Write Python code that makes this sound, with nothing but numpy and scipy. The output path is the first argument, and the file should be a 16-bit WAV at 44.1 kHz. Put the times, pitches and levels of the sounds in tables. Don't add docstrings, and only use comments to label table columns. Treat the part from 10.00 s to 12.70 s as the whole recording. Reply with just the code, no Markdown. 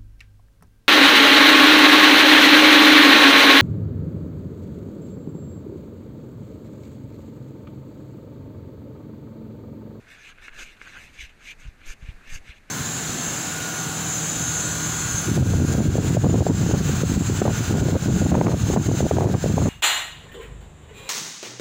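import sys
import numpy as np
from scipy import signal
from scipy.fft import rfft, irfft, next_fast_len
from scipy.io import wavfile
from scipy.ndimage import uniform_filter1d

SR = 44100
rng = np.random.default_rng(int(sys.argv[2]) if len(sys.argv) > 2 else 0)


def generate_wav(signal):
    frames = np.transpose(np.atleast_2d(signal))
    scaled = np.clip(frames, -1, 1) * 32767
    pcm = np.round(scaled).astype(np.int16)
    wavfile.write(sys.argv[1], SR, pcm)


def gain_from_db(level_db):
    decades = np.asarray(level_db, float) / 20
    return 10 ** decades


N = 119070


def unit(x):
    return x / np.sqrt(np.mean(x ** 2))


def walk(rate_hz):
    hold = int(SR / rate_hz)
    levels = rng.standard_normal(N // hold + 1)
    steps = np.repeat(levels, hold)[:N]
    return unit(uniform_filter1d(uniform_filter1d(steps, hold), hold))


def coloured(table):
    point_hz, point_db = np.array(table).T
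    size = next_fast_len(N)
    hz = np.maximum(np.arange(size // 2 + 1) * SR / size, 1)
    colour_db = np.interp(np.log(hz), np.log(point_hz), point_db, left=-60)
    spectrum = rfft(rng.standard_normal(size)) * gain_from_db(colour_db)
    return unit(irfft(spectrum, size)[:N])


# [dB, before the flicker]
RUMBLE_LEVEL = [(0, -58), (.3, -57), (.55, -53), (.9, -54), (1.22, -49), (1.4, -57), (1.5, -56),
                (1.62, -50), (1.95, -52), (2.2, -51), (2.45, -53), (2.7, -54)]
# pitch_hz [Hz], density_db [dB per Hz]
RUMBLE_SPECTRUM = [(12, -3.5), (25, 5), (45, -13.5), (80, -15.5), (150, -21.5), (300, -27.5), (600, -61)]


def rumble(t):
    time_s, level_db = np.array(RUMBLE_LEVEL).T
    flicker_db = 2.0 * walk(12.01)
    return coloured(RUMBLE_SPECTRUM) * gain_from_db(np.interp(t, time_s, level_db) + flicker_db)


# pitch_hz [Hz], density_db [dB per Hz]
AIR_SPECTRUM = [(35, -43), (60, 2.5), (987, -13.5), (1680, -9.5), (1930, -9), (2490, -11), (3140, -21.5),
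                (4150, -20), (5350, -27), (6440, -24.5), (15200, -38)]


def air():
    level_db = -58 + 1.54 * walk(5.97)
    return coloured(AIR_SPECTRUM) * gain_from_db(level_db)


def ring(x, table):
    total = np.zeros(N)
    for k, (pitch_hz, width_hz, level_db) in enumerate(table):
        wander_db = 1.5 * walk(50)
        resonance = signal.lfilter(*signal.iirpeak(pitch_hz, pitch_hz / width_hz, fs=SR), x)
        total += (-1) ** k * gain_from_db(level_db + wander_db) * resonance
    return total


# [dB, of the high part]
STROKES = [
    [(0.0, -74, -7, -20), (0.008, -73, 5, 0), (0.052, -77, 14, -8), (0.086, -52.5, -1, -15.5),
     (0.214, -53, -3, -10), (0.248, -47, -7, -14.5), (0.296, -47, -3.5, -7.5), (0.324, -54, -1, -17),
     (0.34, -78, 5, -20)],
    [(0.34, -80, -2, -8), (0.358, -62, 0, -18), (0.372, -65, -14, -24), (0.378, -62, 9, -12),
     (0.388, -57.5, -5, -22), (0.394, -60.5, 4.5, -23), (0.436, -50.5, 0, -12.5), (0.475, -48.5, -6, -11)],
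    [(0.49, -46.5, -4.5, -19), (0.506, -65, 3, -14), (0.53, -51.5, 0.5, -19), (0.544, -54.5, 4, -5),
     (0.562, -46.5, -8, -11), (0.572, -51.5, 0, -8), (0.592, -38, -2, -9), (0.636, -43.5, -3, -5.5),
     (0.66, -50.5, -3.5, -11)],
    [(0.66, -49, -4.5, -9), (0.714, -49.5, -10, -14), (0.754, -59.5, -1, -15), (0.758, -71, 0, -11),
     (0.77, -56, -2, -18), (0.792, -66.5, 6, -6), (0.805, -53.5, -3, -15)],
    [(0.83, -54, -4.5, -11.5), (0.876, -50.5, 3, -10), (0.884, -46.5, -6.5, -13), (0.916, -54, 1, -9.5),
     (0.922, -51, -4, -15), (0.952, -46.5, 1.5, -12.5), (1.05, -52, -7, -5.5), (1.084, -53, -11, -14),
     (1.12, -64, -12, -7)],
    [(1.12, -70, -9, -6), (1.132, -56, -16, -9), (1.146, -53.5, -14, -6), (1.166, -53.5, -3, -11),
     (1.208, -38.5, -15.5, -12.5), (1.256, -46, -6, -11.5), (1.284, -55.5, -12, -21),
     (1.298, -52.5, -11.5, -12.5), (1.36, -77, 10, -12)],
    [(1.36, -72, 12, -6), (1.368, -70, -3, -25), (1.412, -56.5, 0.5, -8), (1.458, -44.5, -11, -12.5),
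     (1.514, -39.5, -17, -11), (1.536, -53.5, -3, -13), (1.556, -78, 0, -8), (1.57, -75, -4, -2)],
    [(1.57, -75, -8, -3), (1.604, -51.5, -7, -6), (1.626, -50, -10, -12), (1.668, -56.5, 0, -11),
     (1.676, -53, -22, -9), (1.684, -57.5, -1, -9), (1.722, -65, -12, -19), (1.728, -75, 10, -7),
     (1.76, -74, 12, -11)],
    [(1.76, -78, 17, -7), (1.778, -68, 4, -17), (1.854, -49.5, -6.5, -15), (1.862, -48.5, -2.5, -3),
     (1.906, -43.5, -3.5, -4), (1.934, -50.5, -3.5, -1), (1.954, -67, -13, -16), (1.97, -81, -1, 6)],
    [(1.97, -81, -5, 1), (1.992, -69, -5, -2), (2.0, -75, 7, 4), (2.02, -58, -4, -12.5),
     (2.096, -48.5, -8, -14.5), (2.112, -53, -14, -17), (2.126, -65, -5, -12), (2.144, -66, -12, -17),
     (2.15, -80, 2, -7)],
    [(2.15, -78, -6, -10), (2.186, -78, 17, -1), (2.202, -62, 0, -20), (2.214, -62, 9, -14),
     (2.222, -65.5, 2, -17), (2.254, -53.5, -2, -16), (2.26, -52.5, -4, -18), (2.28, -52, -1, -7)],
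    [(2.28, -50.5, -8, -17), (2.302, -42, -11, -9), (2.31, -48, -2.5, -4.5), (2.346, -46, -0.5, 2),
     (2.358, -40.5, -5.5, -5.5), (2.384, -51.5, -6, -5.5), (2.398, -79, -2, 4), (2.406, -66, -11, -10),
     (2.41, -75, -3, -11)],
    [(2.41, -75, 2, -5), (2.426, -70, -9, -2), (2.452, -55.5, -1, -11), (2.496, -46.5, -6.5, -18),
     (2.504, -47.5, -5, -16.5), (2.532, -49.5, -15, -20), (2.538, -56, -2, -15), (2.584, -54, -23, -15),
     (2.6, -92, 3, -10)],
    [(2.6, -76, 1, -12), (2.622, -78, 5, -5), (2.634, -65, -2, -14), (2.654, -81, 14, -11),
     (2.7, -54.5, 0, -16)],
]
# [dB, relative within one table, before the wander]
LOW_RESONANCES = [(1400, 650, -8), (1564, 320, 2), (1801, 190, 4.5), (1850, 220, -1)]
MID_RESONANCES = [(2145, 274, 1.5), (2406, 165, 4.5), (2540, 163, 4), (2843, 260, 0), (3500, 470, -7),
                  (4180, 210, -9)]
HIGH_RESONANCES = [(4625, 500, -3), (6310, 444, 5), (7010, 830, -1), (8700, 800, -8.5)]
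# pitch_hz [Hz], width_hz [Hz], level_db [dB]
FUR_HISS = [(9800, 1600, -2.5), (11800, 1500, 0.5), (13600, 2500, -6)]


def grooming(t):
    slips_per_s, slip_spread_db = 5000, 1.5
    patch_db, patch_rate_hz = 0.66, 70
    time_s, level_db, low_db, bright_db = np.vstack(STROKES).T
    low, bright = np.interp(t, time_s, low_db), np.interp(t, time_s, bright_db)

    chance, side, strength = rng.random((3, N))
    happens = chance < slips_per_s / SR
    slips = happens * np.sign(side - 0.5) * gain_from_db(-slip_spread_db * np.log(1 - strength))

    shared = walk(patch_rate_hz)

    def part(x, db):
        patches = (shared + walk(patch_rate_hz)) / np.sqrt(2)
        return unit(x) * gain_from_db(db + patch_db * patches)

    rub = part(ring(slips, LOW_RESONANCES), low)
    rub += part(ring(slips, MID_RESONANCES), 0)
    rub += part(ring(slips, HIGH_RESONANCES), bright)
    dull = signal.lfilter(*signal.butter(1, 526, fs=SR), slips)
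    rub += part(dull, -8 + low + 0.13 * bright)
    rub += part(ring(slips[::-1], FUR_HISS), -13 + 1.11 * bright)
    return rub * gain_from_db(np.interp(t, time_s, level_db))


# [dB, before the gain and the tones' own levels]
CLAW_TICKS = [(0.07, -46.5), (0.3845, -42.5), (0.4818, -32), (0.8151, -31.5), (1.5972, -49), (1.8159, -44),
              (1.9098, -47), (2.3284, -42), (2.356, -46.5)]
# [s, time to fall by 60 dB]
TICK_TONES = [(1637, 12, 0.006), (2140, 5, 0.013), (443, -4.5, 0.0093), (4000, -24, 0.0062),
              (6440, -25, .01)]


def ticks(t):
    gain_db, rise_s = 1, 0.0006
    out = np.zeros(N)
    for start_s, level_db in CLAW_TICKS:
        age = np.maximum(t - start_s, 0)
        tap = np.zeros(N)
        for pitch_hz, tone_db, t60_s in TICK_TONES:
            decay = np.exp(-np.log(1000) * age / t60_s)
            tap -= gain_from_db(tone_db) * np.sin(2 * np.pi * pitch_hz * age) * decay
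        rise = 1 - np.exp(-age / rise_s)
        out += gain_from_db(level_db + gain_db) * tap * rise
    return out


# [s, rough length of the bump]
PAW_SHOVES = [(0.404, -0.0066, 0.019), (0.519, -0.01, 0.043), (0.583, .01, 0.025), (0.636, -0.017, 0.032),
              (1.005, -0.0038, 0.017), (1.199, -0.021, 0.015), (1.211, 0.0022, .014),
              (1.229, -0.014, 0.016), (1.238, 0.0099, 0.0091), (1.246, -0.017, 0.016),
              (1.655, 0.022, 0.0068), (1.666, -0.029, 0.008), (1.68, 0.024, 0.02), (1.687, -0.048, 0.011),
              (1.88, -0.042, 0.034), (1.904, 0.047, 0.022), (2.029, -0.032, .007), (2.039, 0.012, 0.0052),
              (2.05, -0.028, 0.016), (2.091, -0.071, 0.0071), (2.099, 0.029, 0.016), (2.118, -.014, .01),
              (2.154, 0.016, 0.025), (2.29, 0.015, 0.05), (2.319, -0.032, 0.048), (2.328, 0.026, 0.0075),
              (2.344, 0.07, 0.048), (2.36, -0.031, 0.0075), (2.407, 0.012, 0.013), (2.424, -0.0017, 0.028),
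              (2.496, -0.024, 0.0081), (2.505, 0.014, .01)]


def shoves(t):
    push = np.zeros(N)
    for centre_s, pressure, length_s in PAW_SHOVES:
        push += pressure * np.exp(-((t - centre_s) / (0.34 * length_s)) ** 2)
    return push


def scene():
    t = np.arange(N) / SR
    mix = rumble(t) + air() + grooming(t) + ticks(t) + shoves(t)
    return mix[None]


def roll_off(x):
    return signal.sosfilt(signal.butter(12, 15310, fs=SR, output="sos"), x)


def record(dry):
    x = signal.lfilter(*signal.butter(1, 5.6, "high", fs=SR), dry)
    finished = signal.sosfilt(signal.ellip(8, 0.2, 70, 15300, fs=SR, output="sos"), x)
    return roll_off(finished)


dry = scene()
out = record(dry)
generate_wav(out)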